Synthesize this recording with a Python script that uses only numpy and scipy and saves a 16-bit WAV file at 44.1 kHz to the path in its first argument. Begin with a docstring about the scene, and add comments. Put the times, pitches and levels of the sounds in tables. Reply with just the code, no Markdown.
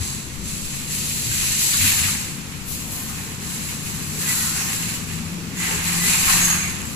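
"""Surges of metallic rattle and a castor squeal: wire shopping trolleys in a roofed, open-sided car park.
Rough concrete shakes the baskets: thousands of contacts ring the wires, frames knock and scrape,
wheels crunch and thud. Nearby a plastic grocery bag crinkles as it is lifted and set down.
The clatter blurs under the steel roof. Behind it a distant engine climbs, machines hum, traffic rumbles.
A faint far-off groan opens the scene; wind or handling buffets the microphone now and then."""
import sys
import numpy as np
from scipy import signal
from scipy.fft import rfft, irfft, next_fast_len
from scipy.io import wavfile
from scipy.ndimage import uniform_filter1d

SR = 44100
rng = np.random.default_rng(int(sys.argv[2]) if len(sys.argv) > 2 else 0)


def int16_out(signal):
    """Quantize to a 16-bit WAV file."""
    q = np.round(np.clip(np.atleast_2d(signal).T, -1, 1) * 32767)
    wavfile.write(sys.argv[1], SR, q.astype(np.int16))


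N = 306759
T = np.arange(N) / SR
FREQS = np.fft.rfftfreq(N, 1 / SR)
LEFT_RIGHT = np.array([[1], [-1]])

# Surges of shaking. Each row: start in seconds, time until the fade in seconds, wire drive in dB,
# then offsets from it in dB for frame clatter, wheel crunch and highest ringing.
SURGES = [(-0.08, 0.18, -31, -12, -15, -3), (0.405, 0.3, -32.5, -15.5, -35, -1.5),
          (0.687, 0.17, -34.5, -8, -27, 1), (0.85, 0.42, -27.5, -13, -35, 1),
          (1.265, 0.15, -25.5, -7, -26, 2), (1.382, 0.16, -24, -9, -22, 2), (1.536, 0.23, -21, -13, -19, 4),
          (1.76, 0.14, -19, -6.5, -18, 5.5), (1.914, 0.17, -22.5, -9, -15, 2),
          (2.64, 0.095, -33, -9, -24, 10.5), (2.858, 0.15, -34, -12, -13, 9.5),
          (3.03, 0.28, -40, -6, -5.5, 4), (3.372, 0.36, -32.7, -11, -10.5, 3.5),
          (3.79, 0.48, -33.5, -8.5, -12, 4), (4.147, 0.068, -28.5, -10, -7, 7),
          (4.232, 0.23, -25.5, -15, -14, 6), (4.484, 0.28, -28.5, -8, -11.5, 4.5),
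          (4.763, 0.17, -32, -9, -12, 1), (5.038, 0.095, -37, -5, -11, 2),
          (5.542, 0.19, -27, -3.5, -7.5, 0), (5.8, 0.25, -26, -6, -7.5, 3.5),
          (6.009, 0.21, -21.5, -7, -11.5, 3), (6.226, 0.15, -19.5, -7, -8.5, 4.5),
          (6.377, 0.14, -24, -8.5, -9, 2), (6.547, 0.053, -37.5, 5, -14, -16.5),
          (6.818, 0.08, -38.5, -29.5, -32, 5)]
FRAME_COLUMN, CRUNCH_COLUMN, TOP_COLUMN = 3, 4, 5
# Path from the trolleys to the listener.
# Each row: time in seconds, direct over diffuse chatter in dB, left minus right in dB.
TROLLEY_PATH = [(0, -3, 0.67), (2.2, -14, 1.5), (2.8, -26, 2.04), (3.4, -10.5, 0.8), (6.96, -13, 1.3)]
# Wire rattle as heard, including the microphone's peaks and notch.
# Each row: frequency in Hz, relative level in dB.
HEARD_RATTLE_SPECTRUM = [(1500, -47), (2600, -6.5), (3400, -9), (4170, -2.5), (4700, -5), (5600, -6),
                         (6600, -0.5), (7350, 2), (7850, 0.5), (8400, -6), (9150, -10.5), (9900, -1),
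                         (11200, -6), (13200, -10.5), (15500, -17.5)]
# Tube frame spectrum. Each row: frequency in Hz, relative level in dB.
FRAME_SPECTRUM = [(600, -21.5), (1100, -12), (1550, -6.5), (2100, 1), (2450, 3.5), (2800, -0.5), (3300, -6),
                  (6000, -20)]
# Long wires that ring clearly. Each row: pitch in Hz, relative level in dB.
LONG_WIRES = [(4096, -2), (5443, -8), (6042, -4), (6275, -5.5), (7370, -0.5), (7444, 0.5), (7758, 2.5),
              (8749, -14), (9829, -1), (10254, -2), (11100, 0), (12037, -15)]
# Frames knocking together. Each row: start in seconds, level in dB, centre pitch in Hz.
FRAME_KNOCKS = [(.728, -35, 2420), (0.917, -41, 2410), (1.071, -44, 1410), (1.107, -31, 2420),
                (1.315, -27, 2205), (1.43, -35, 1280), (1.733, -23, 4210), (1.74, -26, 1510),
                (1.875, -29, 4000), (1.985, -25, 2600), (2.035, -27, 2195), (2.082, -29, 1604),
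                (2.594, -44, 2400), (3.09, -35, 7550), (3.096, -36, 1095), (3.5, -37, 2400),
                (4.582, -33, 1510), (5.111, -36, 2414), (6.28, -20, 1502), (6.325, -16.5, 7470)]
# A faint low far-off groan, then frames rubbing.
# Each row: start in seconds, length in seconds, pitch in Hz, level in dB, pitch scatter as a fraction.
GROANS_AND_SCRAPES = [(0.21, 0.13, 323, -44.5, .11), (0.333, 0.18, 300, -45, 0.15),
                      (2.8, 0.25, 860, -43, 0.182), (3.2, .3, 430, -51.5, .12),
                      (4.098, 0.19, 430, -44.5, .12), (4.2, .5, 1427, -39.5, .06),
                      (4.527, 0.17, 6150, -29, 0.12), (5.651, 0.17, 455, -39, 0.109),
                      (5.668, 0.12, 831, -45, .2), (6.008, 0.12, 444, -41, 0.14),
                      (6.07, .12, 2225, -35, .11), (6.567, .15, 2260, -30.5, 0.091)]
# Spectrum of wheels on grit. Each row: frequency in Hz, relative level in dB.
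GRIT_SPECTRUM = [(300, -34), (600, -14), (800, 0), (1100, 1.5), (1400, 2), (1800, 3.5), (2600, -13),
                 (5000, -42)]
# Wheels dropping into joints. Each row: start in seconds, level in dB, pitch in Hz, length in seconds.
JOINT_BUMPS = [(0.0, -22, 108, 0.029), (.37, -35, 57.4, 0.13), (1.235, -30, 98.3, 0.092),
               (1.78, -25.5, 90, 0.13), (1.825, -31, 220, 0.066), (1.973, -30.5, 90, 0.15),
               (2.07, -34, 176.4, 0.127), (5.175, -33.5, 230, 0.067), (5.315, -29, 202.3, 0.034),
               (5.501, -37, 270, .06), (5.675, -34, 91.1, 0.23), (6.769, -39, 221.2, 0.083)]
# Castor squeals. Each row: start in seconds, length in seconds, pitch in Hz, relative level in dB.
CASTOR_SQUEALS = [(4.266, 0.071, 1975, -33), (4.358, .11, 1930, -39), (5.555, 0.17, 2010, -36),
                  (5.555, 0.11, 6740, -31), (5.981, 0.14, 2006, -31.5), (6.39, 0.09, 6640, -17.5),
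                  (6.421, 0.075, 6520, -19.5), (6.47, 0.098, 6630, -21.5), (6.559, 0.22, 6680, -38),
                  (6.41, 0.06, 7700, -27), (6.844, 0.048, 7720, -39), (6.83, .09, 6650, -43)]
# Handling of the bag. Each row: start in seconds, time until the fade in seconds, level in dB.
BAG_MOVES = [(4.15, .1, -30), (4.22, 0.22, -37.5), (4.52, 0.22, -41), (5.525, 0.23, -35.5),
             (6.0, 0.12, -28), (6.245, 0.08, -27)]
# Bag crinkle as heard, including the microphone's peaks and notch.
# Each row: frequency in Hz, relative level in dB.
HEARD_CRINKLE_SPECTRUM = [(400, -36), (1200, 6.5), (2500, 7.5), (5000, -16), (7500, 12), (9000, -26),
                          (10500, 10), (15500, -18)]
# Distant engine. Each row: time in seconds, firing rate in Hz, level in dB.
ENGINE_CLIMB = [(0, 138, -42.5), (3.4, 143.6, -41.5), (3.6, 146.5, -38), (3.85, 149.5, -39),
                (4.0, 153, -33), (4.3, 155.5, -38), (4.85, 160, -36), (5.05, 162.1, -39.5),
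                (5.33, 165.8, -32), (5.55, 171, -37), (5.75, 171.8, -35.5), (5.9, 172.5, -29.5),
                (6.08, 173.7, -30.5), (6.17, 173.5, -38.5), (6.3, 173.2, -29), (6.55, 173.8, -32),
                (6.7, 173, -38.5), (6.96, 174, -42.5)]
# Idling machines. Each row: pitch in Hz, level in dB.
HUM_TONES = [(61, -53), (90, -44.5), (224, -48.5)]
# Traffic spectrum. Each row: frequency in Hz, relative level in dB.
TRAFFIC_SPECTRUM = [(20, 1.5), (40, -5), (62, 1), (90, 0.5), (125, -1.3), (180, 1.4), (235, -3.5),
                    (310, -11), (450, -16), (630, -23), (1100, -18), (2400, -24.5), (7000, -23.5),
                    (15000, -47)]
# Low buffets of wind or handling on the microphone.
# Each row: centre in seconds, half-width in seconds, relative level in dB.
MIC_BUFFETS = [(0.5, 0.44, -3), (1.417, 0.14, 0), (1.87, .12, 2), (2.8, 0.28, -9), (5.85, .2, -15),
               (6.349, 0.2, 1)]
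# Imbalance of the two microphone ports. Each row: frequency in Hz, left minus right in dB.
PORT_BALANCE = [(25, 19), (80, 8.5), (170, 6.5), (340, 2), (700, 1), (1200, -0.5), (2200, -5), (3300, -0.5),
                (4300, -0.5), (5500, -1), (7000, -3.5), (8400, 4), (9900, 4.5), (12000, 2.5), (15000, 2.5)]


def trolleys():
    """Rough concrete shakes the baskets; wires chatter densely, the heavier frames clatter lower."""
    wire_surges = surge([row[:3] for row in SURGES], fade_db_per_s=60)
    wire_gain = np.hypot(wire_surges, undb(-42.5)) * undb(0.6 * walk(15))  # never quite at rest
    top_gain = shaking(TOP_COLUMN, resting_db=-40.5, fade_db_per_s=78, uneven_db=1.1)  # dies first
    frame_gain = shaking(FRAME_COLUMN, resting_db=-45, fade_db_per_s=55.5, uneven_db=0.7)
    wires = basket_wires()
    # the highest ringing carries only when a basket faces the listener
    top = filtered(wires, 1 - lowpass(hz=11300, order=10))
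    wires = (wires - top) * wire_gain + top * top_gain
    clatter = rattle(rate_per_s=2300, spread_db=3, t60_s=0.13)
    frames = steel(clatter, FRAME_SPECTRUM, width_hz=21, depth_db=3.5) * frame_gain
    pan = undb(LEFT_RIGHT * curve(TROLLEY_PATH, column=2) / 2)
    return (wires * undb(2.0) + frames * undb(2.5)) * jolts() * pan


def basket_wires():
    """Dense contacts ring the welded wires, heard both directly and diffusely."""
    chatter = contacts(rate_per_s=7000, spread_db=3.2)
    direct = np.stack([np.roll(chatter, -22), chatter])  # from one side: left leads by 0.5 ms
    diffuse = rattle(rate_per_s=5100, spread_db=1.0, t60_s=0.27)
    strikes = diffuse + undb(curve(TROLLEY_PATH, column=1)) * unit(direct)
    ringing = steel(strikes, HEARD_RATTLE_SPECTRUM, width_hz=30, depth_db=2.5)
    return unit(ringing + undb(-10.5) * wire_pings())


def wire_pings(strikes_per_s=30, t60_s=0.079):
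    """Long wires are struck at random; each rings at its own pitch."""
    pings = 0
    for hz, db in LONG_WIRES:
        strikes = (rng.random(N) < strikes_per_s / SR) * rng.uniform(-1.1, 1, (2, N))
        pole = np.exp((2j * np.pi * hz - np.log(1000) / t60_s) / SR)
        pings = pings + undb(db) * unit(signal.lfilter([1], [1, -pole], strikes).imag)
    return unit(pings)


def shaking(column, resting_db, fade_db_per_s, uneven_db):
    """Gain of one trolley part: surges over a resting level, wavering on uneven ground."""
    rows = [(row[0], row[1], row[2] + row[column]) for row in SURGES]
    return np.hypot(surge(rows, fade_db_per_s), undb(resting_db)) * undb(uneven_db * walk(12))


def jolts(rate_per_s=19, decay_s=0.011):
    """Gain of the rattle: jumps at each small jolt, then settles."""
    kicks = (rng.random(N) < rate_per_s / SR) * rng.exponential(size=N)
    settling = signal.lfilter([1], [1, -np.exp(-1 / (decay_s * SR))], kicks)
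    return unit(np.sqrt(1 + 0.22 * settling))


def steel(x, spectrum, width_hz, depth_db, pieces=3):
    """Pieces of welded steel take turns to ring, each with its own resonances."""
    shares = np.array([undb(12 * walk(7)) for _ in range(pieces)])
    shares /= shares.sum(axis=0)
    colour = undb(response_db(spectrum))
    return unit(sum(share * filtered(x, colour * steel_modes(width_hz, depth_db)) for share in shares))


def steel_modes(width_hz, depth_db):
    """Overlapping random resonances, as a gain per frequency."""
    grid_hz = np.arange(0, SR / 2, width_hz)
    ripple = rng.standard_normal(SR // 2)[:len(grid_hz)]
    return undb(depth_db * np.interp(FREQS, grid_hz, ripple))


def frame_knocks(modes=14, t60_s=0.14):
    """Frame strikes frame: a cluster of tube modes rings briefly and spreads through the trolley."""
    knocks, t = np.zeros((2, N + SR)), T[:SR // 4]
    for start_s, db, hz in FRAME_KNOCKS:
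        modes_hz = hz * 2 ** rng.uniform(-0.5, 0.55, (modes, 1))
        phases = 2 * np.pi * rng.random((2, modes, 1))
        clank = unit(np.sin(2 * np.pi * modes_hz * t + phases).sum(axis=1))
        at = int(start_s * SR)
        knocks[:, at:at + len(t)] += undb(db) * clank * np.exp(-np.log(1000) * t / t60_s)
    knocks = knocks[:, :N]
    return knocks + undb(-16) * ring(knocks, t60_s=0.22)


def groans_and_scrapes():
    """Rough, barely pitched tones: a faint low far-off groan, then frames rubbing."""
    groans = sum(undb(db) * burst(start_s, length_s, hz, wander=scatter, wander_per_s=hz / 3)
                 for start_s, length_s, hz, db, scatter in GROANS_AND_SCRAPES)
    low = filtered(groans, lowpass(hz=650, order=6))  # long waves reach both ports alike
    return low + ring(groans - low, t60_s=0.11)


def wheel_crunch():
    """Hard wheels crunch over grit and ring their steel mounts."""
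    crunch = rattle(rate_per_s=2600, spread_db=2.0, t60_s=0.038)
    gain = shaking(CRUNCH_COLUMN, resting_db=-62, fade_db_per_s=44, uneven_db=1.3)
    return steel(crunch, GRIT_SPECTRUM, width_hz=27, depth_db=5.5) * gain


def wheel_bumps():
    """Wheels drop into joints of the concrete with dull thuds."""
    return sum(undb(db) * burst(start_s, length_s, hz, wander=0.12, wander_per_s=70)
               for start_s, db, hz, length_s in JOINT_BUMPS)


def castor(fork_hz=6540, fork_width_hz=73):
    """A dry castor sticks and slips, squealing unsteadily; its steel fork rings on."""
    squeal = sum(undb(db) * burst(start_s, length_s, hz, wander=0.014, wander_per_s=660)
                 for start_s, length_s, hz, db in CASTOR_SQUEALS)
    fork = filtered(squeal, 1 / np.hypot(1, 2 * (FREQS - fork_hz) / fork_width_hz))
    return ring(squeal, t60_s=0.014) + undb(1) * ring(fork, t60_s=0.74)


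def bag():
    """Creases of thin plastic snap in dense little clusters."""
    snaps = rattle(rate_per_s=1100, spread_db=0.5, t60_s=0.0016)
    clusters = undb(1.6 * walk(25))
    crinkle = unit(filtered(snaps * clusters, undb(response_db(HEARD_CRINKLE_SPECTRUM))))
    return crinkle * surge(BAG_MOVES, fade_db_per_s=27)


def engine():
    """A far exhaust note with a weak octave, throbbing unevenly."""
    phase = wandering_phase(curve(ENGINE_CLIMB, column=1), wander=0.0015, wander_per_s=7.3)
    note = np.sin(phase) + undb(-17.5) * np.sin(2 * phase)
    throb = undb(0.8 * walk(35))
    return unit(note * throb) * undb(curve(ENGINE_CLIMB, column=2))


def machine_hum():
    """Idling machines drone, wavering in pitch and level."""
    hum = 0
    for hz, db in HUM_TONES:
        tone = np.sin(wandering_phase(hz, wander=0.01565, wander_per_s=12))
        hum = hum + undb(db) * unit(tone * undb(2 * walk(7.6)))
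    return hum


def traffic_and_buffets(growth_db_per_s=0.4645):
    """Traffic wash, with low buffets of wind or handling on the microphone over it."""
    coherence = 0.81 * lowpass(hz=720, order=6)  # long waves reach both ports alike
    colour = undb(response_db(TRAFFIC_SPECTRUM))
    mid = filtered(rng.standard_normal(N), colour * np.sqrt(1 + coherence))
    side = filtered(rng.standard_normal(N), colour * np.sqrt(1 - coherence))
    wash = unit(mid + LEFT_RIGHT * side)
    deep = filtered(wash, lowpass(hz=65, order=4))
    buffets = sum(undb(db) * np.exp(-((T - centre_s) / half_s) ** 2)
                  for centre_s, half_s, db in MIC_BUFFETS)
    deep_gain = undb(-9.5) + buffets
    gain_db = -32.5 + growth_db_per_s * T + 0.26 * walk(6.2)
    return (wash + deep * (deep_gain - 1)) * undb(gain_db)


def contacts(rate_per_s, spread_db):
    """Tiny random impacts of unequal size."""
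    hits = rng.random(N) < rate_per_s / SR
    return hits * rng.standard_normal(N) * undb(spread_db * rng.standard_normal(N))


def rattle(rate_per_s, spread_db, t60_s):
    """Dense contacts, each a decaying noise that reaches the two ports by its own paths."""
    decay = np.exp(-2 * np.log(1000) * T[:SR // 4] / t60_s)
    energy = np.abs(signal.fftconvolve(contacts(rate_per_s, spread_db) ** 2, decay)[:N])
    return unit(np.sqrt(energy) * rng.standard_normal((2, N)))


def surge(rows, fade_db_per_s, rise_s=0.08):
    """Gain of overlapping surges: each rises, holds and fades."""
    power = 0
    for start_s, length_s, db in rows:
        age_s = T - start_s
        rise = np.clip(age_s / rise_s, 0, 1)
        fade_db = fade_db_per_s * np.maximum(age_s - length_s, 0)
        power = power + (rise * undb(db - fade_db)) ** 2
    return np.sqrt(power)


def burst(start_s, length_s, hz, wander, wander_per_s):
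    """A tone that swells and dies while its pitch wanders."""
    swell = np.sin(np.pi * np.clip((T - start_s) / length_s, 0, 1))
    return np.sqrt(2) * swell * np.sin(wandering_phase(hz, wander, wander_per_s))


def wandering_phase(hz, wander, wander_per_s):
    """Phase of a tone whose pitch strays by the rms fraction `wander`."""
    return 2 * np.pi * np.cumsum(hz * (1 + wander * walk(wander_per_s))) / SR


def ring(x, t60_s, delay_s=0.):
    """Dense decaying reflections, different at each port."""
    t = T[:SR * 2]
    tail = rng.standard_normal((2, len(t))) * np.exp(-np.log(1000) * t / t60_s) * (t >= delay_s)
    tail /= np.sqrt(np.sum(tail ** 2, axis=1, keepdims=True))
    return signal.fftconvolve(np.atleast_2d(x), tail, axes=1)[:, :N]


def walk(rate_per_s):
    """Random values joined by ramps, rms 1."""
    hold = max(int(SR / rate_per_s), 1)
    steps = np.repeat(rng.standard_normal(N // hold + 1), hold)
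    return unit(uniform_filter1d(steps, hold))[:N]


def curve(table, column):
    """One table column, interpolated in time."""
    rows = np.array(table, float)
    return np.interp(T, rows[:, 0], rows[:, column])


def response_db(points):
    """(Hz, dB) points joined on a log-frequency axis."""
    hz, db = np.transpose(points)
    return np.interp(np.log(FREQS + 1), np.log(hz), db)


def lowpass(hz, order):
    """Low-pass gain per frequency, one half at `hz`."""
    return 1 / (1 + (FREQS / hz) ** order)


def filtered(x, gain):
    """Apply a gain per frequency."""
    size = next_fast_len(N)
    gain = np.interp(np.fft.rfftfreq(size, 1 / SR), FREQS, gain)
    return irfft(rfft(x, size) * gain, size)[..., :N]


def undb(db):
    """Decibels to gain."""
    return 10 ** (np.asarray(db) / 20)


def unit(x):
    """Scale to rms 1."""
    return x / np.sqrt(np.mean(x ** 2))


def scene():
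    """Trolleys, groans and bag echo under the roof, over engine, machines, traffic and buffets."""
    sources = trolleys() + frame_knocks() + wheel_crunch() + groans_and_scrapes() + castor() + bag()
    roof_echo = undb(-22.5) * ring(sources, t60_s=0.9, delay_s=0.024)
    return sources + roof_echo + wheel_bumps() + engine() + machine_hum() + traffic_and_buffets()


def record(dry, cutoff_hz=15200):
    """Each microphone port has its own colour; the top is cut steeply."""
    port_gains = undb(LEFT_RIGHT * response_db(PORT_BALANCE) / 2)
    port_gains /= np.sqrt(np.mean(port_gains ** 2, axis=0))
    heard = np.stack([filtered(x, gain) for x, gain in zip(dry, port_gains)])
    return signal.sosfilt(signal.ellip(10, .2, 80, cutoff_hz, fs=SR, output="sos"), heard)


dry = scene()
out = record(dry)
int16_out(out)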